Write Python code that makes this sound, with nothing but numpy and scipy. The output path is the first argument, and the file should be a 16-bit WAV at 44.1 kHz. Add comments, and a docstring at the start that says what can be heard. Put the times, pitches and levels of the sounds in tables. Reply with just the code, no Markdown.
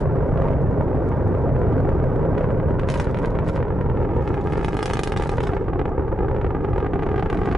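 """Open country, where a rocket climbs far away. Turbulent exhaust makes a rumble, built from coloured noise.
Its strongest waves have steepened into shocks that arrive as crackle: sudden pressure jumps that sag back,
sharp when the air lets the treble through. The ground repeats each wave, two hard surfaces echo it, and the
surroundings smear it, and more rumble rolls back from the far landscape. A close pair of microphones with a
limiter picks it all up. Thin dry ticks sound over the early roar."""
import sys
import numpy as np
from scipy import signal
from scipy.fft import rfft, irfft, next_fast_len
from scipy.io import wavfile
from scipy.ndimage import uniform_filter1d

SR = 44100
rng = np.random.default_rng(int(sys.argv[2]) if len(sys.argv) > 2 else 0)


def store_wav(level_fs):
    """Save 16-bit WAV to argv[1]."""
    pcm = np.round(np.clip(np.atleast_2d(level_fs), -1, 1) * 32767)
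    wavfile.write(sys.argv[1], SR, pcm.T.astype(np.int16))


N = 333837


def amp(db):
    """Decibels to gain."""
    return 10 ** (np.asarray(db) / 20)


def rms_one(x):
    """Scale to an rms (average strength) of 1."""
    return x / np.sqrt(np.mean(x ** 2) + 1e-20)


def in_time(rows):
    """Columns of a curve over time, one value per sample."""
    time_s, *columns = np.transpose(rows)
    return [np.interp(np.arange(N) / SR, time_s, column) for column in columns]


def on_grid(rows):
    """Columns of a spectrum at the frequencies of a whole-length transform."""
    hz, *columns = np.transpose(rows)
    grid_hz = np.maximum(np.fft.rfftfreq(next_fast_len(N), 1 / SR), 1)
    return [np.interp(np.log(grid_hz), np.log(hz), column) for column in columns]


def shaped(x, response):
    """Filter by a frequency response."""
    size = next_fast_len(N)
    return irfft(rfft(x, size) * response, size)[..., :N]


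def high_pass(x, low_hz, order=1):
    """Weaken what lies below low_hz."""
    return signal.sosfilt(signal.butter(order, low_hz, "high", fs=SR, output="sos"), x)


def rumble(spectrum, level_db):
    """Turbulent mixing noise: random noise given a spectrum and a level that changes with time."""
    colour_db, = on_grid(spectrum)
    noise = shaped(rng.standard_normal(N), amp(colour_db))
    return amp(level_db) * rms_one(noise)


def exhaust_rumble():
    """The deep roar of the exhaust mixing with the air."""
    # balance of low and high in the roar: pitch_hz [Hz], relative_level_db [dB per Hz]
    roar_spectrum = [(11, -36.5), (18, -3), (49, 2.5), (138, 7), (196, 1.5), (439, -4), (657, -8.5),
                     (792, -15), (1040, -20.5), (1590, -29.5), (3030, -55.5), (11000, -79), (14300, -117),
                     (22000, -120)]
    # strength of the roar: time_s [s], level_db [dB]
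    roar_level = [(0, -21.5), (2.3, -20), (3.0, -25.5), (4.0, -24), (4.9, -31.5), (5.7, -28), (6.5, -26.5),
                  (7.57, -29.5)]
    return rumble(roar_spectrum, *in_time(roar_level))


def rounded(corner_hz, order):
    """Slope of a jump of height 1 after a chain of equal low-passes."""
    step = np.arange(240) + .5
    front = step ** (order - 1) * np.exp(-2 * np.pi * corner_hz * step / SR)
    return front / front.sum(axis=-1, keepdims=True)


def shocks(at, jump_db, corner_hz, steep_db, fall_hz):
    """Sudden jumps that sag back; the air rounds most of each front and leaves a share of it steep."""
    steep = np.clip(amp(steep_db), 0, 1)[:, None]
    soft_hz = np.clip(corner_hz, 800, 14000)[:, None]
    front = (1 - steep) * rounded(soft_hz, order=5)

    # a smaller steep share is duller, and more of its treble is strewn over a longer tail
    steep_hz = 21000 * steep ** 0.28
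    whole = steep ** 0.056
    front = front + steep * whole * rounded(steep_hz, order=2)

    # eddies on the way crumple the steep share into a brief tearing tail
    steepest_tear_s, tear_db, tear_band_hz = 0.0018, -17.5, [2000, 8800]
    dying = np.exp(-np.arange(front.shape[1]) * whole / (steepest_tear_s * SR))
    noise = dying * rng.standard_normal(front.shape)
    tear = signal.lfilter(*signal.butter(1, tear_band_hz, "band", fs=SR), noise)
    front = front + steep * amp(tear_db) * tear

    # place every front at its moment, then sum the slopes up into pressure that leaks away
    place = at[:, None] + np.arange(front.shape[1])
    sized = amp(jump_db)[:, None] * front
    slope = np.bincount(place.ravel(), sized.ravel(), N + front.shape[1])[:N]
    sag = np.exp(-2 * np.pi * fall_hz / SR)
    return signal.lfilter([-1], [1, -sag], slope)


def small_shocks(wake_db):
    """Weaker shocks at random moments, each of its own size; clearer air rounds them less."""
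    # usual jump of a small shock before the wake is added: time_s [s], jump_db [dB]
    small_level = [(0, -19.5), (0.3, -19), (0.43, -15.5), (0.58, -20.5), (2.3, -19.5), (3.0, -21.5),
                   (3.8, -22.5), (4.4, -23.5), (5.0, -26), (5.7, -25.5), (6.3, -27), (7.0, -27.5),
                   (7.57, -23.5)]
    # clearness of the air, as the usual share of a small front left steep: time_s [s], steep_db [dB]
    clear_air = [(0.0, -43), (0.3, -43), (0.5, -38.5), (0.57, -47), (1.9, -40.5), (2.36, -44.5), (2.4, -33),
                 (2.53, -45), (2.86, -40), (2.9, -15), (3.01, -14), (3.12, -33.5), (3.2, -29),
                 (3.44, -39.5), (3.5, -13.5), (3.6, -36.5), (3.75, -45.5), (4.24, -32), (4.9, -15.5),
                 (5.5, -23.5), (5.63, -37), (5.95, -44.5), (6.92, -33.5), (7.57, -29.5)]
    rate_per_s, size_spread_db, steep_spread_db = 520, 5.5, 4.5
    level_db, = in_time(small_level)
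    steep_db, = in_time(clear_air)
    at = np.flatnonzero(rng.random(N) < rate_per_s / SR)
    size_chance, corner_chance, steep_chance = rng.standard_normal((3, len(at)))
    corner_hz = 2100 * amp(0.2 * (steep_db[at] + 34.0) + 0.93 * corner_chance)
    jump_db = level_db[at] + wake_db[at] + size_spread_db * size_chance
    return shocks(at, jump_db, corner_hz, steep_db[at] + steep_spread_db * steep_chance, fall_hz=263)


def ground(x):
    """The direct wave plus its reflection and one rebound; moving air makes the lag waver."""
    # echo off the ground: time_s [s], lag_ms [ms], strength_db [dB], lag_waver_ms [ms],
    # treble_db (the echo's treble against the rest of it) [dB]
    ground_echo = [(0, 1.966, -6, 0.28, 1.5), (2.2, 2.244, -5.5, 0.37, -1.5), (2.8, 2.04, -6, 0.14, 2.5),
                   (3.5, 2.017, -5, 0.13, -10), (4.0, 2.294, -2.5, 0.14, -0.5),
                   (4.8, 2.38, -2.5, 0.028, -5.5), (5.4, 2.374, -1.5, 0.17, 0), (6.3, 2.357, 0.5, 0.23, -1),
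                   (7.0, 2.446, 1, 0.14, -16), (7.57, 2.52, -2, 0.13, 0)]
    treble_from_hz = 2500
    rebound_db = -9.5   # how far the second echo lies under a lossless repeat of the first
    lag_ms, echo_db, waver_ms, treble_db = in_time(ground_echo)

    # a new random lag every 400 samples, with straight lines between
    sample = np.arange(N)
    knots = np.arange(0, N + 400, 400)
    lag_ms = lag_ms + waver_ms * np.interp(sample, knots, rng.standard_normal(len(knots)))
    lag = lag_ms * SR / 1000
    echo = np.interp(sample - lag, sample, x)
    rebound = np.interp(sample - 2 * lag, sample, x)

    echo = echo + (amp(treble_db) - 1) * high_pass(echo, treble_from_hz)
    return x + amp(echo_db) * echo + amp(2 * echo_db + rebound_db) * rebound


def scatter(x, t60_s, low_hz, channels, count=5):
    """Many small reflections smear every front into a tail; the paths keep changing as the source moves."""
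    t = np.arange(9000) / SR
    # noise that dies by 60 dB in t60_s; the first 2.5 ms stay silent
    tails = rng.standard_normal((count, channels, len(t))) * amp(-60 * t / t60_s) * (t > .0025)
    tails = high_pass(tails, low_hz)
    tails = tails / np.sqrt(np.sum(tails ** 2, axis=-1, keepdims=True))
    turn = np.arange(N) / (.06 * SR)   # one step every 0.06 s
    out = 0
    for k, tail in enumerate(tails):
        # each set of paths fades in and out in its turn, at even power
        away = np.minimum(np.abs((turn - k + count / 2) % count - count / 2), 1)
        heard = x * np.cos(np.pi / 2 * away)
        out = out + signal.fftconvolve(heard[None], tail)[:, :N]
    return out


def walls(x):
    """Single echoes from two hard surfaces nearby."""
    # the two surfaces: lag_ms [ms], strength_db [dB]
    hard_surfaces = [(7.4, -17), (13.2, -27.5)]
    return sum(amp(echo_db) * np.roll(x, int(lag_ms * SR / 1000)) for lag_ms, echo_db in hard_surfaces)


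def rolling_rumble():
    """Rumble that rolls back from the far landscape, made as separate coloured noise."""
    # its balance of low and high: pitch_hz [Hz], relative_level_db [dB per Hz]
    rolling_spectrum = [(11, -43.5), (50, -10), (110, 0.5), (170, 3.5), (260, -7.5), (450, -17),
                        (1000, -22), (2500, -45.5), (22000, -130)]
    # its strength: time_s [s], level_db [dB]
    rolling_level = [(0, -32), (2.5, -31), (4.5, -28.5), (6.0, -32.5), (7.57, -26)]
    return rumble(rolling_spectrum, *in_time(rolling_level))


def ticks():
    """Thin single clicks with the bass and the very top taken off."""
    # dry ticks on the early roar: start_s [s], relative_level_db (before gain and filter) [dB]
    tick_list = [(0.1283, -60), (0.2754, -53), (0.4216, -63), (0.4431, -55), (0.454, -52), (0.6196, -48),
                 (0.7089, -51), (0.8323, -49), (0.9534, -51), (1.0572, -61), (1.0806, -49), (1.0894, -42),
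                 (1.119, -51), (1.1699, -49.5), (1.247, -53), (1.2806, -47), (1.347, -50), (1.3849, -49),
                 (1.4203, -53), (1.5301, -50), (1.592, -47), (1.6992, -51), (1.7221, -55), (1.7421, -51),
                 (1.781, -54), (1.811, -53), (2.0564, -57), (2.1996, -56), (2.2524, -54), (2.3377, -58)]
    band_hz, gain_db = [1500, 7000], 12
    start_s, relative_level_db = np.transpose(tick_list)
    clicks = np.bincount((start_s * SR).astype(int), amp(relative_level_db + gain_db), N) + 1e-18
    return signal.sosfilt(signal.butter(1, band_hz, "band", fs=SR, output="sos"), clicks)


def loud_shocks():
    """The loud crackle: strong shocks at set moments; also returns their places and jumps."""
    # the loud shocks: start_s [s], jump_db (pressure jump) [dB],
    # steep_db (share of the front left steep) [dB]
    loud_list = [(0.3748, -10.5, -34), (0.4202, -10.0, -33), (0.4436, -7, -49), (0.484, -13, -29),
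                 (0.51, -12.0, -41), (0.532, -14, -39.5), (0.9607, -13, -51), (1.117, -6.5, -48),
                 (1.3498, -7.5, -46), (1.6332, -7, -50), (1.7811, -6.5, -47), (2.0004, -2.0, -50),
                 (2.252, -7, -46), (2.381, -10.5, -25), (2.4086, -8.5, -42.5), (2.443, 0.5, -44.5),
                 (2.5047, -8.0, -41), (2.6, -7.5, -41.5), (2.7074, -6, -47.5), (2.796, -8.5, -19),
                 (2.8336, -11.5, -31), (2.8446, -13, -48), (2.888, -5.5, -13), (2.901, -11.5, -3.5),
                 (2.9152, -19.5, -11), (2.9406, -6.5, -8), (2.9545, -16.5, -17), (2.9606, -10.5, -35),
                 (2.999, -3.5, -13.0), (3.054, -17, -25), (3.0707, -5.5, -40), (3.1455, -8.5, -24),
                 (3.172, -10.5, -23.0), (3.188, -14.5, -14), (3.218, -9.5, -49), (3.2411, -9, -38.0),
                 (3.248, -6, -31), (3.2584, -18, -6.5), (3.2723, -6.5, -52), (3.3054, -23, -10),
                 (3.3182, -9.5, -52), (3.354, -8.5, -36), (3.3884, -5.5, -28), (3.4225, -8, -50),
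                 (3.438, -14, -47), (3.4723, -11.5, -40), (3.4892, -10, -20), (3.498, -15.5, -19),
                 (3.562, -9.5, -21), (3.6039, -7, -43), (3.6276, -5.5, -40), (3.6515, -11.5, -42),
                 (3.6826, -15, -35), (3.7046, -4.5, -48), (3.7244, -10, -47.5), (3.7888, -11, -48.5),
                 (3.8117, -11, -32), (3.861, -7, -49), (3.8988, -9, -36.5), (3.9723, -9.5, -39.5),
                 (4.0153, -9.5, -48), (4.05, -8.0, -42), (4.091, -12.5, -40), (4.165, -5.0, -58),
                 (4.186, -6.5, -62), (4.1944, -6.5, -49), (4.2764, -8.5, -25), (4.3037, -3, -51.0),
                 (4.3424, -9, -28), (4.3773, -9.5, -35), (4.4005, -9, -47), (4.4504, -7, -63),
                 (4.4597, -7.5, -47), (4.4724, -7, -29.5), (4.523, -10, -17), (4.5355, -9.5, -30),
                 (4.5562, -8.5, -34), (4.5791, -5, -44), (4.593, -11.5, -30.0), (4.6114, -8.5, -35),
                 (4.629, -9, -37), (4.6466, -4, -11.5), (4.6831, -7.5, -16), (4.731, -8.5, -27),
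                 (4.75, -4.5, -49), (4.7689, -9.5, -9.5), (4.7909, -7, -15), (4.8071, -12.5, -21),
                 (4.8281, -5.5, -5.5), (4.858, -5.5, 0), (4.8791, -11.5, -17.0), (4.9001, -6.5, -14),
                 (4.91, -8.5, -13), (4.935, -6.5, -4.5), (4.955, -10, -15), (4.9706, -8.5, -9.0),
                 (4.9923, -5, -8), (5.0345, -4.5, 0), (5.0742, -7.5, -9), (5.121, -7.5, -11),
                 (5.1392, -10, -34.0), (5.1636, -8, -14.5), (5.1727, -10.5, -5.5), (5.1979, -8.0, -32),
                 (5.2099, -11.5, -27), (5.2226, -9.5, -9.5), (5.2361, -12, -13), (5.2581, -7, -41),
                 (5.293, -7.5, -11.5), (5.3237, -9.5, -43), (5.3374, -8, -39), (5.3825, -5, -32),
                 (5.405, -7, -16), (5.4364, -12, -13), (5.471, -11, -10), (5.4918, -4, -47.0),
                 (5.5035, -13.5, -37), (5.5342, -8, -33), (5.5671, -6, -37.5), (5.6108, -8, -53),
                 (5.6825, -8.5, -41.5), (5.733, -6.5, -44), (5.7573, -7.5, -51), (5.7936, -7, -31),
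                 (5.8005, -11.5, -46.0), (5.8147, -4.5, -41.5), (5.8551, -7, -36.0), (5.8792, -8.0, -49),
                 (5.9173, -8, -58), (5.9794, -4.5, -50.5), (5.9945, -6.0, -50.5), (6.0221, -10.5, -49),
                 (6.0802, -8.5, -46.0), (6.117, -8, -53), (6.126, -7.5, -54.0), (6.1893, -9.0, -41),
                 (6.2058, -5, -55.5), (6.2309, -6.5, -50.0), (6.246, -6.5, -51), (6.2833, -8.5, -43.5),
                 (6.2971, -9.5, -53), (6.3123, -8.5, -44), (6.3464, -8.0, -48.0), (6.3633, -13, -32),
                 (6.3843, -6, -55), (6.4137, -12.0, -29), (6.4456, -6, -39), (6.465, -10.5, -36),
                 (6.5058, -8.5, -39.5), (6.5485, -7, -43), (6.5668, -11, -45.5), (6.6066, -9.5, -49),
                 (6.6468, -7, -37), (6.686, -8.5, -50), (6.7321, -14, -31), (6.7609, -10, -37),
                 (6.78, -10.5, -30.5), (6.8027, -10.5, -32), (6.8269, -9.5, -40), (6.8454, -8, -43),
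                 (6.8643, -7, -37), (6.9345, -8, -31), (6.9572, -7.5, -43), (6.9924, -8, -37.0),
                 (7.0235, -7, -39), (7.0325, -10, -28), (7.0646, -9.5, -35.5), (7.0895, -10, -33.5),
                 (7.1156, -9.5, -35), (7.143, -5.5, -43), (7.1602, -11.5, -23), (7.1797, -9.0, -30),
                 (7.1952, -9.5, -23), (7.2254, -7, -30), (7.2602, -7, -36.5), (7.3003, -7.5, -17),
                 (7.3284, -8.5, -22.5), (7.3455, -12.5, -24), (7.3722, -14, -18.5), (7.3893, -6.0, -51),
                 (7.4167, -7.0, -35), (7.4336, -12, -31), (7.457, -11.5, -19), (7.474, -2, -44),
                 (7.4879, -7.5, -36), (7.5138, -8.5, -26), (7.5249, -11, -23), (7.5503, -2, -30)]
    start_s, jump_db, steep_db = np.transpose(loud_list)
    at = (start_s * SR).astype(int)
    # the steeper a loud front, the less the rest of it is rounded
    corner_hz = 2810 * amp(0.28 * (steep_db + 37.5))
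    return shocks(at, jump_db, corner_hz, steep_db, fall_hz=238), at, jump_db


def wake(at, jump_db):
    """Gain in dB that leaps with each loud shock and dies away, so small ones crowd louder behind it."""
    wake_gain, wake_s = 1.5, 0.0021
    kicks = np.bincount(at, amp(jump_db), N)
    dying = signal.lfilter([1], [1, -np.exp(-1 / (wake_s * SR))], kicks)
    return 20 * np.log10(1 + wake_gain * dying)


def microphone_pair(near, wide):
    """Near sound reaches both microphones almost alike; the wide scatter differs between them."""
    # left against right: pitch_hz [Hz], lead_rad [radians], level_db [dB],
    # apart_db (filter on the scatter that differs) [dB]
    left_right = [(20, -.18, 0, -40), (60, -.36, -.2, -34), (150, -.58, -.3, -18), (500, -.5, -1.2, -17),
                  (800, -.15, -1, -15), (2000, -.1, -1.2, -8), (5000, .15, -.3, -9), (11000, .1, 0, -8)]
    lead_rad, level_db, apart_db = on_grid(left_right)
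    side = np.array([[.5], [-.5]])   # left and right each take half the difference
    near_pair = shaped(near, np.exp(1j * side * lead_rad) * amp(side * level_db))
    return near_pair + shaped(wide, amp(apart_db))


def scene():
    """Exhaust through air, ground and surroundings to the two microphones."""
    loud, at, jump_db = loud_shocks()
    direct = exhaust_rumble() + small_shocks(wake(at, jump_db)) + loud
    # rough ground close by reaches both microphones alike, the wider surroundings each one differently
    rough_ground = amp(-19) * scatter(direct, t60_s=0.014, low_hz=258, channels=1)[0]
    near = ground(direct) + rough_ground
    near = near + walls(near) + rolling_rumble() + ticks()
    wide = amp(4.5) * scatter(direct, t60_s=0.081, low_hz=163, channels=2)
    return microphone_pair(near, wide)


def limiter(x, top_db, release_db_s, attack_s):
    """Gain drops on peaks over the top and climbs back at a steady rate."""
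    climb = release_db_s * np.arange(N) / SR
    over_db = np.maximum(20 * np.log10(np.abs(x).max(axis=0) + 1e-9) - top_db, 0)
    held_db = np.maximum.accumulate(over_db + climb) - climb
    # look half a window ahead, then smooth; both channels share one gain
    size = int(attack_s * SR) + 1
    ahead_db = np.append(held_db[size // 2:], held_db[-(size // 2):])
    return x * amp(-uniform_filter1d(ahead_db, size))


def record(dry):
    """The recorder lets the treble arrive first, cuts deep bass, lifts treble, limits, and cuts the top."""
    fade_in, fade_out = np.arange(N) / 600, (N - np.arange(N)) / 150
    x = dry * np.minimum(np.minimum(fade_in, fade_out), 1)
    for hz in (300, 38):
        # all-pass: delays what lies under hz
        c = (1 - np.tan(np.pi * hz / SR)) / (1 + np.tan(np.pi * hz / SR))
        x = signal.lfilter([c, -1], [1, -c], x)
    x = high_pass(x, 26, order=2)
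    peak_hz, width_hz, peak_gain = 8000, 17000, 0.092   # broad treble lift
    x = x + peak_gain * signal.lfilter(*signal.iirpeak(peak_hz, peak_hz / width_hz, SR), x)
    x = limiter(x, top_db=-10.5, release_db_s=222.5, attack_s=0.001)
    x = x + amp(-89.0) * rng.standard_normal(x.shape)   # circuit hiss
    # steep cut: 60 dB down from 11900 Hz up
    return signal.sosfilt(signal.cheby2(14, 60, 11900, fs=SR, output="sos"), x)


dry = scene()
out = record(dry)
store_wav(out)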